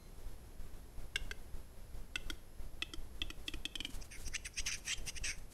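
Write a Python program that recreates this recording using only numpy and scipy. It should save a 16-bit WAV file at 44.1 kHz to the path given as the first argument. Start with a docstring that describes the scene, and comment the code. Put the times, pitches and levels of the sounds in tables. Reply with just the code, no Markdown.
"""A snowy forest edge, a displaying capercaillie close to the microphone of a trail camera.
Pairs of dry clicks ring its windpipe and speed up into a trill; then it whets, air rasping through
throat and beak in hissing scrapes, and steps through the crust. Farther off the trees answer faintly.
Underneath lie the camera's own hiss, rumble, thin whine and low bumps, and at first a brief whistle."""
import sys
import numpy as np
from scipy import signal
from scipy.fft import rfft, irfft, next_fast_len
from scipy.io import wavfile
from scipy.ndimage import map_coordinates

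SR = 44100
rng = np.random.default_rng(int(sys.argv[2]) if len(sys.argv) > 2 else 0)


def bounce(signal):
    """Save signal as a 16-bit WAV file at the path given by the first command-line argument."""
    frames = np.transpose(np.atleast_2d(signal))
    limited = np.clip(frames, -1, 1)
    pcm = np.round(limited * 32767).astype(np.int16)
    wavfile.write(sys.argv[1], SR, pcm)


N = 243873
TIME = np.arange(N) / SR

# Levels in the tables are relative; each source sets its own gain.
# the camera's hiss and rumble spectra: f/Hz, level/dB
CAMERA_HISS = [(59, -40), (100, 4.5), (140, -5.5), (477, -9), (1160, -18.5), (2180, -22), (2520, -24.5),
               (5280, -26), (9950, -28), (11300, -26), (12000, -30), (14200, -29), (15500, -38.5)]
CAMERA_RUMBLE = [(15, 10), (40, 0.5), (65, 2.5), (110, -17.5), (200, -14.5), (400, -41.5)]
# one cycle of low bumps in the camera: t/s, level/dB
CAMERA_BUMPS = [(0.18, -40), (0.261, -35.5), (0.596, -35.5), (0.734, -43), (.979, -35), (1.148, -40),
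                (1.217, -35), (1.376, -41), (1.539, -36), (1.771, -44), (1.941, -36)]
# tones of the thin whistle: f/Hz, level/dB
WHISTLE_TONES = [(2140, -80.5), (4110, -75), (6290, -79)]
# reverberation among the trees: f/Hz, time to fall 60 dB/s
FOREST_DECAY = [(300, 1), (2500, 0.42), (5000, 0.35), (10000, 0.71)]
# crunches underfoot: t/s, level/dB, length/s
FOOTFALLS = [(3.483, -59, 0.031), (3.54, -66, 0.036), (3.86, -57.5, 0.023), (3.906, -56, 0.015),
             (3.949, -53.5, 0.027), (4.052, -58.5, 0.022), (4.211, -55.5, 0.056), (4.281, -48.5, 0.0051),
             (4.675, -47, 0.023), (4.784, -56, 0.023), (4.876, -52, 0.041), (5.075, -49.5, 0.021),
             (5.097, -53, 0.014), (5.387, -58, 0.0097), (5.525, -59, 0.024)]
# spectrum of crushed snow: f/Hz, level/dB
SNOW_SPECTRUM = [(120, 18), (280, 6), (500, 2), (1200, 2), (3500, 1.5), (6000, 4), (10000, 4.5),
                 (13000, -2.5), (15500, -20)]
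# whetting strokes: t/s, hold/s, throat level/dB, hiss level/dB, beak level/dB, swell over the hold/dB,
# throat start f/Hz, throat end f/Hz, beak f/Hz
WHET_STROKES = [(4.02, .006, -61.5, -52.5, -64, 3.5, 2470, 2600, 7850),
                (4.114, 0.0457, -54.5, -59.5, -62, -1, 2482, 2170, 9100),
                (4.264, 0.02, -60, -50, -60, 2.5, 2487, 2800, 8606),
                (4.346, .017, -41, -44.5, -53, 3.5, 2192, 2830, 8204),
                (4.454, 0.014, -45, -49, -50.5, 0, 2790, 2320, 8550),
                (4.543, 0.015, -73.5, -59.5, -73.5, -0.5, 2158, 2210, 7500),
                (4.583, 0.0217, -42.5, -42, -53.5, -1, 2577, 3043, 8250),
                (4.666, .036, -41, -43, -65, -6, 2876, 2139, 7980),
                (4.716, 0.031, -43, -43.5, -55.5, 0, 2620, 2430, 8700),
                (4.881, 0.038, -41, -44, -53.5, 0, 2522, 2727, 8040),
                (4.921, 0.01596, -38, -48, -48, 1, 2694, 3160, 7390),
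                (4.978, 0.0065, -56, -57.5, -61, 0, 2536, 2470, 9240),
                (5.082, 0.017, -45, -44.5, -53.5, -3.5, 2750, 3006, 8550),
                (5.166, 0.015, -47, -48.5, -57, 2.5, 2430, 2832, 8570),
                (5.243, 0.067, -42.5, -44, -53, -3.5, 2637, 2257, 8220)]
# three sets of resonances that glide together: ratio to the main one, width/Hz, level/dB
THROAT_BANDS = [(.73, 240, -6.5), (1, 250, 0), (1.19, 280, -9), (1.48, 420, -14)]
HISS_BANDS = [(.84, 300, -4.5), (.975, 380, 0), (1.07, 280, -1.5)]
BEAK_BANDS = [(1, 450, 0), (1.13, 600, -10), (1.32, 1300, -15)]
# broad turbulence under the throat resonances: f/Hz, level/dB
TURBULENCE_SPECTRUM = [(1250, -6.5), (1700, -13), (3100, -13), (4000, -3), (5200, -9), (6200, -2.5)]
# the bird's clicks: t/s, ring level/dB, crack level/dB, thump level/dB, thump f/Hz,
# windpipe pitch ratio, fullness 0-1, damping of the middle modes/dB
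CLICK_SNAPS = [(1.158, -31, -39.5, -47.5, 420, 1.07, .8, -2.5),
               (1.3114, -42, -46, -48, 427, 1.005, 0.95, 2),
               (2.1564, -32.5, -43, -49.5, 312, 1.026, 0.71, -3.5),
               (2.3003, -31, -42, -42.5, 310, 1.037, 0.63, 27), (2.8225, -30, -44, -45, 327, 1.02, .44, -3),
               (2.9356, -36.5, -47, -42.5, 323, 1.01, 0.5, 31),
               (3.217, -29.5, -50.5, -44, 310, 1.034, 0.26, -0.5),
               (3.3022, -42, -48.5, -46, 317, 0.98, 0.61, -2),
               (3.4805, -31, -46, -44, 307, 1.034, 0.18, -1),
               (3.5373, -43.5, -51, -42, 320, .965, 0.6, -5.5),
               (3.6534, -31.5, -43.5, -44, 300, 1.03, 0.07, -2.5),
               (3.7545, -31, -44.5, -47.5, 305, 0.99, 0.1, 5.5),
               (3.8042, -34, -48, -44, 289, 0.96, 0.02, -2),
               (3.8487, -34, -48, -47.5, 285, .94, 0.04, -2.5)]
# spectrum of a click's crack: f/Hz, level/dB
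CRACK_SPECTRUM = [(700, -13), (1300, -4.5), (3300, -5), (3900, -7.5), (4600, 0), (6200, -2), (6900, -10),
                  (8100, -3.5), (10000, -16.5), (12500, -14.5), (15500, -72)]
# windpipe modes in a thin click, and what a full click adds:
# f/Hz, level/dB, added f/Hz, added level/dB, share of the damping 0-1
WINDPIPE_MODES = [(1062, -28, 530, 41, 0), (1848, -15, 237, 22, 0.2), (2534, -3, 91, 7.5, 1),
                  (2840, -13, 100, 10, 1), (3144, 2.5, 0, -2.5, 0.05), (3360, 1, -9, -3, 0.21),
                  (4430, -17, 600, -17, 0)]


def amp(db):
    """Decibels to gain."""
    return 10 ** (np.asarray(db) / 20)


def unit(x):
    """Scale to rms 1."""
    return x / np.sqrt(np.mean(x ** 2) + 1e-20)


def along(points, hz):
    """Read (f/Hz, value) points on a log frequency axis."""
    point_hz, values = np.transpose(points)
    return np.interp(np.log(hz + 1), np.log(point_hz), values)


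def shape(points, hz):
    """Gain of a (f/Hz, level/dB) spectrum that falls away steeply past its ends."""
    skirts = np.minimum(hz / points[0][0], 1) * np.minimum(points[-1][0] / (hz + 1), 1)
    return amp(along(points, hz)) * skirts ** 4


def filtered(x, response):
    """Filter x by a response given as a function of frequency."""
    size = next_fast_len(len(x) + SR // 2)
    return irfft(rfft(x, size) * response(np.fft.rfftfreq(size, 1 / SR)), size)[:len(x)]


def noise(points):
    """Coloured noise of rms 1."""
    return unit(filtered(rng.standard_normal(N), lambda hz: shape(points, hz)))


def wobble(rate):
    """A smooth random curve, rate knots a second."""
    return map_coordinates(rng.standard_normal(int(N * rate / SR) + 4), [TIME * rate])


def add(track, start_s, sound):
    """Mix a sound in at start_s."""
    part = track[round(start_s * SR):][:len(sound)]
    part += sound[:len(part)]


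def camera_noise(bump_cycle_s=2, whine_hz=11245, faint_whine_hz=5160):
    """The electronics hiss, rumble and whine; bumps recur, each a short sag that lifts the hiss."""
    sags, surge, t = np.zeros(N), np.zeros(N), TIME[:SR // 5]
    for cycle_s in np.arange(0, N / SR, bump_cycle_s):
        for at_s, db in CAMERA_BUMPS:
            add(sags, cycle_s + at_s, -amp(db + 3.5) * ((t < .031) + 1.24 * (t < .062)))
            add(surge, cycle_s + at_s, amp(db + 38.5) * np.exp(-(t / .085) ** 4))
    # a 9-55 Hz band-pass rounds the sags into bumps
    bumps = filtered(sags, lambda hz: (1j * hz / (9 + 1j * hz)) ** 2 / (1 + 1j * hz / 55) ** 2)
    hiss = noise(CAMERA_HISS) * amp(-62.5 + .89 * wobble(10)) * (1 + .45 * surge)
    rumble = noise(CAMERA_RUMBLE) * amp(-54.5 + .39 * wobble(3.6)) * (1 + .09 * surge)
    polarity = np.tanh(4 * np.sin(2 * np.pi * 43.07 * TIME))  # flips split the whine into close lines
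    whine = amp(-72) * polarity * np.sin(2 * np.pi * whine_hz * TIME)
    faint_whine = amp(-83) * np.sin(2 * np.pi * faint_whine_hz * TIME + wobble(60))
    return amp(-2.5) * bumps + hiss + rumble + whine + faint_whine


def whistle():
    """A faint thin whistle that stops almost at once."""
    tones = sum(amp(db) * np.sin(2 * np.pi * hz * TIME + .5 * wobble(97)) for hz, db in WHISTLE_TONES)
    return amp(2.5) * tones * np.interp(TIME, [.08, .1], [1, 0])


def forest_echo(bird):
    """A diffuse echo from trunks and spruces, its random scatter drawn afresh every quarter second."""
    out, block = np.zeros(N), SR // 4
    colour = [(200, -3.5), (1300, -2), (3000, 3.5), (5000, 2), (12000, -1.5)]  # f/Hz, level/dB
    for start in range(0, N, block):
        hz, t, scatter = signal.stft(rng.standard_normal(SR // 2), SR, nperseg=256)
        spruces = 1 + .3 * np.exp(-((t - .076) / .0011) ** 2)  # one slightly stronger reflection
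        decay = amp(-60 * t / along(FOREST_DECAY, hz)[:, None])
        tail = signal.istft(scatter * shape(colour, hz)[:, None] * spruces * decay, SR, nperseg=256)[1]
        echo = signal.fftconvolve(bird[start:start + block], tail / np.linalg.norm(tail))
        add(out, start / SR + .005, echo)
    return out


def snow_steps():
    """Each footfall crushes a cloud of tiny ice grains."""
    pressure = sum(amp(db) * np.exp(-2 * ((TIME - at_s) / length_s) ** 2)
                   for at_s, db, length_s in FOOTFALLS)
    grains = unit(noise(SNOW_SPECTRUM) * amp(1.3 * wobble(1500)))
    return pressure * grains


def resonant_air(resonances, main_hz):
    """Noise of rms 1 in steep-sided resonances that glide with main_hz."""
    out, turns = np.zeros(N), np.cumsum(main_hz) / SR
    for ratio, width_hz, db in resonances:
        # slow noise on a gliding carrier makes a band of that width
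        lowpass = lambda hz: 1 / np.sqrt(1 + (2 * hz / width_hz) ** 2) / (1 + (hz / width_hz / 1.5) ** 4)
        phase = 2 * np.pi * ratio * turns
        band = sum(filtered(rng.standard_normal(N), lowpass) * carrier
                   for carrier in (np.cos(phase), np.sin(phase)))
        out += amp(db) * unit(band)
    return unit(out)


def stroke(start_s, hold_s, throat_db, hiss_db, beak_db, swell_db, from_hz, to_hz, beak_hz):
    """Level and pitch curves of a scrape: rising, it creeps in and stops hard; falling, the reverse."""
    hard_s, soft_s = .012, .017 + .55 * hold_s
    attack_s, release_s = (soft_s, hard_s) if to_hz > from_hz else (hard_s, soft_s)
    before_s, after_s = np.maximum(start_s - TIME, 0), np.maximum(TIME - start_s - hold_s, 0)
    fade_db = 30.5 * (before_s / attack_s + after_s / release_s)
    slow_fade_db = fade_db / 1.08  # hiss and beak have longer edges than the throat
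    progress = (TIME - start_s) / hold_s
    push_db = swell_db * (np.clip(progress, 0, 1) - .5)
    glide = (to_hz / from_hz) ** (np.clip(progress, -.34, 1.34) - .5)  # carries on into the edges
    return np.array([throat_db + push_db - fade_db,
                     hiss_db + push_db - slow_fade_db,
                     beak_db + push_db - slow_fade_db,
                     np.sqrt(from_hz * to_hz) * glide,
                     beak_hz / glide ** .48])  # the beak resonance falls as the throat rises


def whetting():
    """Air rasps through the throat and beak, whose resonances glide within each stroke."""
    controls = stroke(*WHET_STROKES[0])
    for row in WHET_STROKES[1:]:
        following = stroke(*row)
        controls = np.where(following[0] > controls[0], following, controls)  # the louder one takes over
    throat_db, hiss_db, beak_db, throat_hz, beak_hz = controls
    turbulent_share = np.interp(throat_db, [-55, -40], [.15, .36])  # harder blowing is noisier
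    turbulence = turbulent_share * noise(TURBULENCE_SPECTRUM)
    throat = amp(throat_db) * (resonant_air(THROAT_BANDS, throat_hz) + turbulence)
    hiss = amp(hiss_db + .9) * resonant_air(HISS_BANDS, 5400 + .17 * throat_hz)
    beak = amp(beak_db + 3) * resonant_air(BEAK_BANDS, beak_hz)
    sputter = unit(amp(1.1 * wobble(500)))
    return sputter * (throat + hiss + beak)


def windpipe_ring(t, ring_db, crack_db, pitch, fullness, damping_db, ring_s=.0068, tail_s=.0097):
    """The windpipe rings for a few milliseconds; full clicks have stronger, higher low modes."""
    thin_hz, thin_db, added_hz, added_db, damping_share = np.transpose(WINDPIPE_MODES)
    mode_hz = pitch * (thin_hz + fullness * added_hz)
    mode_db = ring_db + thin_db + fullness * added_db - damping_db * damping_share
    modes = sum(amp(db) * np.sin(2 * np.pi * hz * t + rng.normal(0, 1))
                for hz, db in zip(mode_hz, mode_db))
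    # higher overtones lie about evenly and sink with the low ones as the windpipe stretches
    upper_hz = (570 + .1 * mode_hz[1]) * (np.arange(5, 18) + rng.normal(0, .1, size=13))
    upper_gains = shape(CRACK_SPECTRUM, upper_hz) * amp(rng.uniform(-4, 4, size=len(upper_hz)))
    upper_tones = np.sin(2 * np.pi * (upper_hz[:, None] * t + rng.random((len(upper_hz), 1))))
    overtones = amp(crack_db - 3) * upper_gains @ upper_tones
    attack = 1 - np.exp(-t / .0001)
    decay = np.exp(-(t / ring_s) ** 2) + .05 * np.exp(-t / tail_s)
    return attack * decay * (amp(-4.5) * modes + overtones)


def throat_thump(t, db, hz):
    """The swollen throat gives one low, quickly damped note."""
    envelope = (1 - np.exp(-t / .0031)) ** 2 * amp(-60 * t / .043)
    return amp(db) * envelope * np.sin(2 * np.pi * hz * t)


def clicks(rebound_s=.0043):
    """Each snap cracks, rings the windpipe and thumps the throat."""
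    out, t = np.zeros(N), TIME[:SR // 16]
    rebound = (t > rebound_s) * np.exp(-abs(t - rebound_s) / .001)  # the snap comes back weaker
    burst = 1.5 * np.exp(-t / .0006) + .55 * np.exp(-t / .008) + .6 * rebound
    crack_noise = noise(CRACK_SPECTRUM)
    for at_s, ring_db, crack_db, thump_db, thump_hz, pitch, fullness, damping_db in CLICK_SNAPS:
        crack = amp(crack_db - 2.5) * burst * crack_noise[round(at_s * SR):][:len(t)]
        ring = windpipe_ring(t, ring_db, crack_db, pitch, fullness, damping_db)
        add(out, at_s, crack + ring + throat_thump(t, thump_db + 10.5, thump_hz))
    add(out, 3.888, throat_thump(t, db=-34.5, hz=264))  # the trill ends with a bare thump
    return out


def scene():
    """The bird close by and the trees behind it, in mono over the camera's own noise."""
    bird = clicks() + whetting() + snow_steps()
    return (bird + amp(-20.5) * forest_echo(bird) + camera_noise() + whistle())[None]


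def record(dry):
    """The camera keeps nothing above its band limit."""
    top_hz = 15750
    return np.array([filtered(channel, lambda hz: hz < top_hz) for channel in dry])


dry = scene()
out = record(dry)
bounce(out)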